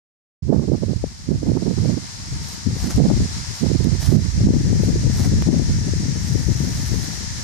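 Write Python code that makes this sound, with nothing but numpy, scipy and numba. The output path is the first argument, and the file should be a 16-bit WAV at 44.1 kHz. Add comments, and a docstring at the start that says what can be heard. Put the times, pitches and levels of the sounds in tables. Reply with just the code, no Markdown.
"""Wind flutters and thumps on a hand-held phone's two microphone ports, over hissing tall grass.
Gusts blow eddies past each port in turn; blades brush in the breeze; nearer dry stems join in.
From about 2.5 s a cow a few steps away gathers and rips off mouthfuls, snapping stalks.
One sharp pop sounds on the right. The hardest buffets make the limiter duck."""
import sys
import numpy as np
from scipy import signal
from scipy.fft import rfft, irfft
from scipy.io import wavfile
from scipy.ndimage import uniform_filter1d, minimum_filter1d, map_coordinates
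from numba import njit

SR = 44100
rng = np.random.default_rng(int(sys.argv[2]) if len(sys.argv) > 2 else 0)


def pcm_store(signal):
    """Save signal as 16-bit PCM."""
    levels = np.round(np.clip(np.atleast_2d(signal), -1, 1) * 32767)
    wavfile.write(sys.argv[1], SR, levels.astype(np.int16).T)


N = 327663
T = np.arange(N) / SR
FREQS = np.maximum(np.arange(N // 2 + 1) * SR / N, 1)

# blades on the muzzle: (frequency [Hz], left [dB], right [dB])
SWISH_SPECTRUM = [(500, -82, -79), (2494, -88, -89.5), (4200, -82.5, -78), (5600, -76, -89),
                  (7013, -80.5, -95), (8430, -98, -80), (12003, -108, -81.5), (14776, -112, -90)]


def undb(db):
    """Decibels to gain."""
    return 10 ** (np.asarray(db) / 20)


def envelope_db(table):
    """A (time, level) table at every sample."""
    return np.interp(T, *np.transpose(table))


def spectrum_db(table, column=1):
    """One column of a spectrum table, interpolated over log frequency."""
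    table = np.array(table)
    return np.interp(np.log(FREQS), np.log(table[:, 0]), table[:, column])


def colour(x, db):
    """Filter by a gain in dB at every frequency."""
    return irfft(rfft(x) * undb(db), N)


def highpass(x, hz):
    """Second-order low cut."""
    return signal.sosfilt(signal.butter(2, hz, "high", fs=SR, output="sos"), x)


def white():
    """Noise of 0 dB/Hz."""
    return rng.standard_normal(N) * np.sqrt(SR / 2)


def wander(rate_hz):
    """Smooth unit-variance noise, changing about rate_hz times a second."""
    x = irfft(rfft(rng.standard_normal(N)) / (1 + (2 * FREQS / rate_hz) ** 4), N)
    return x / x.std()


def crackle(per_s, spread_db):
    """Dense clicks of unequal size, 0 dB/Hz on average."""
    clicks = (rng.random(N) < per_s / SR) * rng.standard_normal(N)
    clicks *= undb(spread_db * np.minimum(rng.exponential(size=N), 4))
    return clicks / clicks.std() * np.sqrt(SR / 2)


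def airflow(port, attack_s=.019, release_s=.03, sag_db_per_s=12, octaves_per_db=.0016):
    """Level and eddy rate at a port: each gust rises fast, sags and dies back into the draught."""
    # ever-present draught at each port: (time [s], level [dB])
    draught_left = [(.43, -37), (.6, -31), (1.17, -41), (1.401, -33), (2.05, -38), (2.2, -33), (3.2, -34),
                    (3.72, -41), (3.95, -33), (4.31, -31), (4.419, -19), (5.75, -18), (6.9, -21.5),
                    (7.42, -28.5)]
    draught_right = [(.43, -26), (.95, -25), (1.18, -39), (1.4, -27), (1.97, -25), (2.119, -42),
                     (2.24, -32), (2.6, -38), (3.2, -29), (3.56, -42.5), (3.75, -20), (4.3, -17),
                     (4.7, -21), (5.6, -22), (6.4, -27), (6.75, -24.5), (7.17, -35), (7.42, -30)]
    # gusts on one port: (start [s], hold [s], level [dB], nominal eddy rate [Hz], port)
    gusts = [(0.439, .03, -20, 160, "R"), (.508, 0.088, -8.5, 269.9, "R"), (0.698, 0.042, -11, 219.9, "R"),
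             (0.839, .12, -17.5, 186.3, "R"), (1.029, 0.029, -21.5, 139.6, "L"),
             (1.299, .05, -14, 190.3, "R"), (1.34, 0.047, -27, 150.8, "L"), (1.439, 0.043, -19, 175.6, "R"),
             (1.494, 0.079, -13, 214.8, "R"), (1.482, 0.033, -24, 146.1, "L"),
             (1.637, 0.078, -15, 204.8, "R"), (1.778, .17, -14, 205.6, "R"),
             (1.779, 0.097, -25.5, 123.9, "L"), (2.302, .11, -28, 111.9, "R"),
             (2.327, 0.024, -21, 165, "L"), (2.389, 0.071, -28, 115.2, "L"),
             (2.675, 0.033, -14, 155.8, "L"), (2.70, 0.037, -23.5, 115.1, "R"),
             (2.785, 0.042, -19, 110.7, "L"), (2.85, 0.039, -18, 170.3, "R"),
             (2.944, 0.031, -15, 130.3, "L"), (2.987, 0.067, -6.5, 219.8, "R"),
             (3.087, 0.031, -11.5, 225, "L"), (3.138, 0.086, -13, 144.8, "L"),
             (3.189, 0.061, -15, 145.5, "R"), (3.32, 0.041, -24, 120.2, "L"),
             (3.382, 0.036, -25, 140.8, "R"), (3.489, 0.028, -24, 99.5, "L"), (3.634, .14, -13.5, 180, "R"),
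             (3.81, .13, -13, 175.7, "R"), (4.09, .1, -7.5, 147.7, "R"), (4.153, 0.0606, -23, 110, "L"),
             (4.389, 0.11, -12, 150.2, "R"), (4.403, 0.069, -13.5, 169.7, "L"),
             (4.50, 0.082, -12, 220, "L"), (4.68, .24, -13, 169.6, "L"), (4.949, 0.038, -16, 119.9, "R"),
             (5.059, 0.042, -12, 185.3, "L"), (5.207, .2, -15, 170, "L"), (5.331, .11, -19, 124.9, "R"),
             (5.48, .13, -12, 195.8, "L"), (5.692, 0.059, -16, 149.9, "R"),
             (6.33, 0.034, -15.5, 159.5, "L"), (6.475, .04, -12, 134.7, "L"),
             (6.609, 0.037, -15.5, 164.3, "L"), (6.92, 0.057, -18, 144.7, "L")]
    draught, draught_hz = (draught_left, 137.9) if port == "L" else (draught_right, 107.9)
    draught_db = envelope_db(draught)
    power = undb(draught_db) ** 2
    weighted_hz = power * draught_hz * 2 ** (octaves_per_db * (draught_db + 20))
    for start_s, hold_s, db, hz, side in gusts:
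        if side == port:
            span = slice(max(int((start_s - .1) * SR), 0), int((start_s + hold_s + .3) * SR))
            age_s = T[span] - start_s
            attack = np.exp(-(np.minimum(age_s, 0) / attack_s) ** 2)
            release = np.exp(-np.maximum(age_s - hold_s, 0) / release_s)
            shape_db = 20 * np.log10(attack * release + 1e-9) - sag_db_per_s * np.maximum(age_s, 0)
            gust_power = undb(db + shape_db) ** 2
            power[span] += gust_power
            weighted_hz[span] += gust_power * hz * 2 ** (octaves_per_db * shape_db)
    return 10 * np.log10(power), weighted_hz / power


def port_wind(port, ref_hz=200, jitter=.25, skew=.15, flutter_db=1, surge_db=.9, smooth_s=.06):
    """A frozen eddy pattern blows past a port: faster air is louder and brighter."""
    level_db, eddy_hz = airflow(port)
    fineness = FREQS / ref_hz
    # phone-sized eddies are strongest; viscosity wipes out the smallest
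    strength = fineness ** .98 / np.hypot(1, (fineness / .73) ** 3.475) * np.exp(-fineness / 3.86)
    eddies = irfft(rfft(rng.standard_normal(N)) * strength, N)
    flutter = wander(80)
    travelled = np.cumsum(eddy_hz / ref_hz * 1.15 * np.exp(jitter * flutter))
    pressure = map_coordinates(eddies / eddies.std(), [travelled % N], order=3, mode="wrap")
    # pressure goes with speed squared: fast crests sharpen into slaps
    crests = highpass(np.maximum(pressure, 0) ** 2, ref_hz)
    pressure += skew * (eddy_hz / ref_hz) ** 2 * crests
    pressure = highpass(pressure * undb(flutter_db * flutter), 55)  # vent leak
    half_window = int(smooth_s * SR / 2)
    power = uniform_filter1d(uniform_filter1d(pressure ** 2, 2 * half_window), half_window)
    return pressure / np.sqrt(power) * undb(level_db + surge_db * wander(22))


def body_db(channel):
    """Gain of the phone body's narrow resonances at one port."""
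    # body modes: (centre [Hz], width [Hz], left [dB], right [dB])
    modes = [(920, 45, 9, 4), (1400, 80, 2.5, 0), (1728, 100, 5, 3), (1900, 80, 3, 3), (2090, 120, 3.5, 4),
             (4060, 80, 1, 4), (4284, 80, 1, 4), (4590, 90, 3.5, 4), (4940, 100, 4, 4), (5185, 80, 3, 4),
             (5472, 90, 3, 1.5), (6030, 120, 2, 0)]
    return sum(db[channel] / (1 + (2 * (FREQS - hz) / width_hz) ** 2) for hz, width_hz, *db in modes)


def field_hiss(flicker_db=.5, shared_hz=2400, left_lag_samples=17):
    """Countless blades brush all around; part of the low hiss reaches the right port first."""
    # level of the field hiss, rising over the first seconds: (time [s], level [dB])
    hiss_level = [(.42, -18.5), (.55, -9.5), (1.4, -7.5), (1.75, -3.5), (3.3, 1.1), (4.55, -2.5), (5.3, -1),
                  (6.5, -1.5), (7.42, 1.3)]
    # grass hiss at each port: (frequency [Hz], level [dB])
    hiss_left = [(100, -111), (700, -77), (1100, -74), (2000, -78), (2850, -80.5), (3900, -76.5),
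                 (4700, -73), (5400, -67), (6200, -70.5), (6900, -70.5), (7700, -84), (8800, -89.5),
                 (11000, -100), (14000, -113)]
    hiss_right = [(100, -107), (700, -78), (1300, -78.5), (2100, -77), (2700, -79), (3400, -77.5),
                  (4100, -72.5), (5000, -72), (5900, -78), (6800, -73.5), (8400, -76.5), (9800, -83),
                  (12200, -89.5), (14000, -110)]
    shared_power = .45 / (1 + (FREQS / shared_hz) ** 2)
    shared = colour(white(), 10 * np.log10(shared_power))
    sides = []
    for channel, hiss in enumerate((hiss_left, hiss_right)):
        diffuse = colour(white(), 10 * np.log10(1 - shared_power))
        noise = diffuse + np.roll(shared, left_lag_samples * (1 - channel))
        sides.append(colour(noise, spectrum_db(hiss) + body_db(channel)))
    return np.array(sides) * undb(envelope_db(hiss_level) + flicker_db * wander(23))


def buffets():
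    """Each hard eddy is one push with suction before and after."""
    # hard eddies: (time [s], peak [dB], frequency [Hz], port)
    eddies = [(.496, -4, 300, "R"), (0.503, 2, 262, "R"), (0.528, 2.5, 394, "R"), (.596, -10, 330, "R"),
              (.699, -4.5, 243, "R"), (.720, -1.5, 325, "R"), (.835, -11, 321, "R"),
              (.885, -14.5, 326, "R"), (.934, -11.5, 346, "R"), (1.041, -3.5, 386, "L"),
              (1.291, -6, 240.7, "R"), (1.318, -5, 322, "R"), (1.519, -4, 330.4, "R"),
              (1.858, -8.5, 350, "R"), (2.675, -3.5, 182.9, "L"), (3.003, 1, 410, "R"),
              (3.103, -4, 370, "L"), (3.717, -2, 282, "R"), (3.871, -1, 218.6, "R"),
              (4.169, 5.5, 170.4, "R"), (4.472, 5.5, 189.8, "R"), (4.506, 1, 222.2, "L"),
              (4.836, -5.5, 340.2, "L"), (5.49, 6.5, 223.6, "L"), (5.53, -3.5, 269.2, "L"),
              (5.596, -9, 347.3, "L"), (5.937, -9, 279.2, "L"), (6.357, -7, 257.6, "L"),
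              (6.942, -11.5, 278.7, "L")]
    out = np.zeros((2, N))
    for time_s, db, hz, port in eddies:
        phase_sq = np.minimum((np.pi * hz * (T - time_s)) ** 2, 20)
        out["LR".index(port)] += undb(db) * (1 - 2 * phase_sq) * np.exp(-phase_sq)
    return out


def near_stems():
    """Dry stems close by swell into a brighter, more focused hiss."""
    # swell of the stems: (time [s], level [dB])
    swell = [(.43, -44), (2.2, -17), (4.1, -9), (4.4, -5.5), (5.7, -3.5), (6.4, -2), (7.42, -3.5)]
    # their sizzle: (frequency [Hz], left [dB], right [dB])
    sizzle = [(1120, -93, -92), (1805, -70, -77), (2660, -85.5, -82), (4240, -84, -96), (5600, -65, -70),
              (6650, -67.5, -73.5), (8000, -93, -76), (13391, -104, -103)]
    sides = [colour(white(), spectrum_db(sizzle, channel + 1) + body_db(channel)) for channel in (0, 1)]
    return np.array(sides) * undb(envelope_db(swell))


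def grazing(jerk_db=2):
    """Blades slide over the muzzle in a fine crackle; fibres part in a coarser, lower one."""
    # mouthfuls: (peak time [s], rise [s], fall [s], swish [dB], rip [dB])
    bites = [(2.49, 0.051, 0.056, -1.5, -8), (2.86, 0.059, 0.075, 1, 7.5), (3.58, 0.04, 0.059, -2.5, -8),
             (4.04, 0.023, 0.087, 6.5, 7.5), (4.85, 0.023, 0.049, -3.5, 0), (5.18, 0.039, 0.068, 1.5, 8.5),
             (6.25, 0.037, 0.088, -3, -2.5), (6.42, 0.049, 0.042, -9, -16), (6.80, 0.19, 0.097, 1, -7),
             (7.08, 0.11, 0.1, -1, -2), (7.42, 0.052, 0.067, -7, -15)]
    # fibres parting: (frequency [Hz], level [dB])
    rip_spectrum = [(150, -72), (480, -92), (730, -75), (1050, -86), (2000, -84.5), (3200, -99),
                    (6000, -81), (12000, -100)]
    swish_gain, rip_gain = np.zeros(N), np.zeros(N)
    for peak_s, rise_s, fall_s, swish_db, rip_db in bites:
        width_s = np.where(T < peak_s, rise_s, fall_s)
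        pull = np.exp(-((T - peak_s) / width_s) ** 2 / 2)
        swish_gain += undb(swish_db) * pull
        rip_gain += undb(rip_db) * pull
    blades = crackle(per_s=7000, spread_db=1.8) * swish_gain
    fibres = crackle(per_s=1500, spread_db=3) * rip_gain
    swish = np.array([colour(blades, spectrum_db(SWISH_SPECTRUM, column)) for column in (1, 2)])
    rip = colour(fibres, spectrum_db(rip_spectrum))
    return (swish + rip) * undb(jerk_db * wander(55))


def decay(start_s, decay_s):
    """Unit step that dies away exponentially."""
    return (T >= start_s) * np.exp(-np.abs(T - start_s) / decay_s)


def stalk_snaps(decay_s=.0025):
    """Single stalks break with a short bright tick."""
    # breaks: (time [s], level [dB])
    snaps = [(2.802, -21), (2.961, -17), (3.843, -18), (4.008, -20), (4.029, -16), (4.059, -22),
             (5.138, -27), (5.174, -17), (5.342, -26)]
    envelope = sum(undb(db) * decay(time_s, decay_s) for time_s, db in snaps)
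    ticks = envelope * rng.standard_normal(N) / 2
    ref_db = spectrum_db(SWISH_SPECTRUM, 2).max()
    return np.array([colour(ticks, spectrum_db(SWISH_SPECTRUM, column) - ref_db) for column in (1, 2)])


def pop(time_s=5.4233, peak_db=-7.5, decay_s=.0008):
    """One sharp pop on the right: a pressure step that leaks away."""
    return np.array([np.zeros(N), undb(peak_db) * decay(time_s, decay_s)])


def scene():
    """Wind on both ports over the field and the cow."""
    wind = np.array([port_wind("L"), port_wind("R")])
    return wind + field_hiss() + buffets() + near_stems() + grazing() + stalk_snaps() + pop()


@njit
def hold_peaks(x, retain):
    """Peak follower: instant rise, slow release."""
    out, held = np.empty(len(x)), 0.
    for i in range(len(x)):
        held = max(x[i], held * retain)
        out[i] = held
    return out


def record(dry, open_s=.422, fade_s=.005, threshold_db=-6, release_s=.046, top_hz=14700):
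    """The microphone opens; one limiter ducks both channels under hard buffets; the top is cut."""
    x = dry * np.clip((T - open_s) / fade_s, 0, 1)
    peak = hold_peaks(np.abs(x).max(axis=0), np.exp(-1 / (release_s * SR)))
    gain = np.maximum(peak / undb(threshold_db), 1) ** -.5  # 2:1
    gain = np.minimum(gain, 1 / np.maximum(peak, 1))  # full-scale ceiling
    gain = uniform_filter1d(minimum_filter1d(gain, size=200), size=200)  # a few ms of look-ahead
    return signal.sosfilt(signal.ellip(8, .2, 70, top_hz, fs=SR, output="sos"), x * gain)


dry = scene()
out = record(dry)
pcm_store(out)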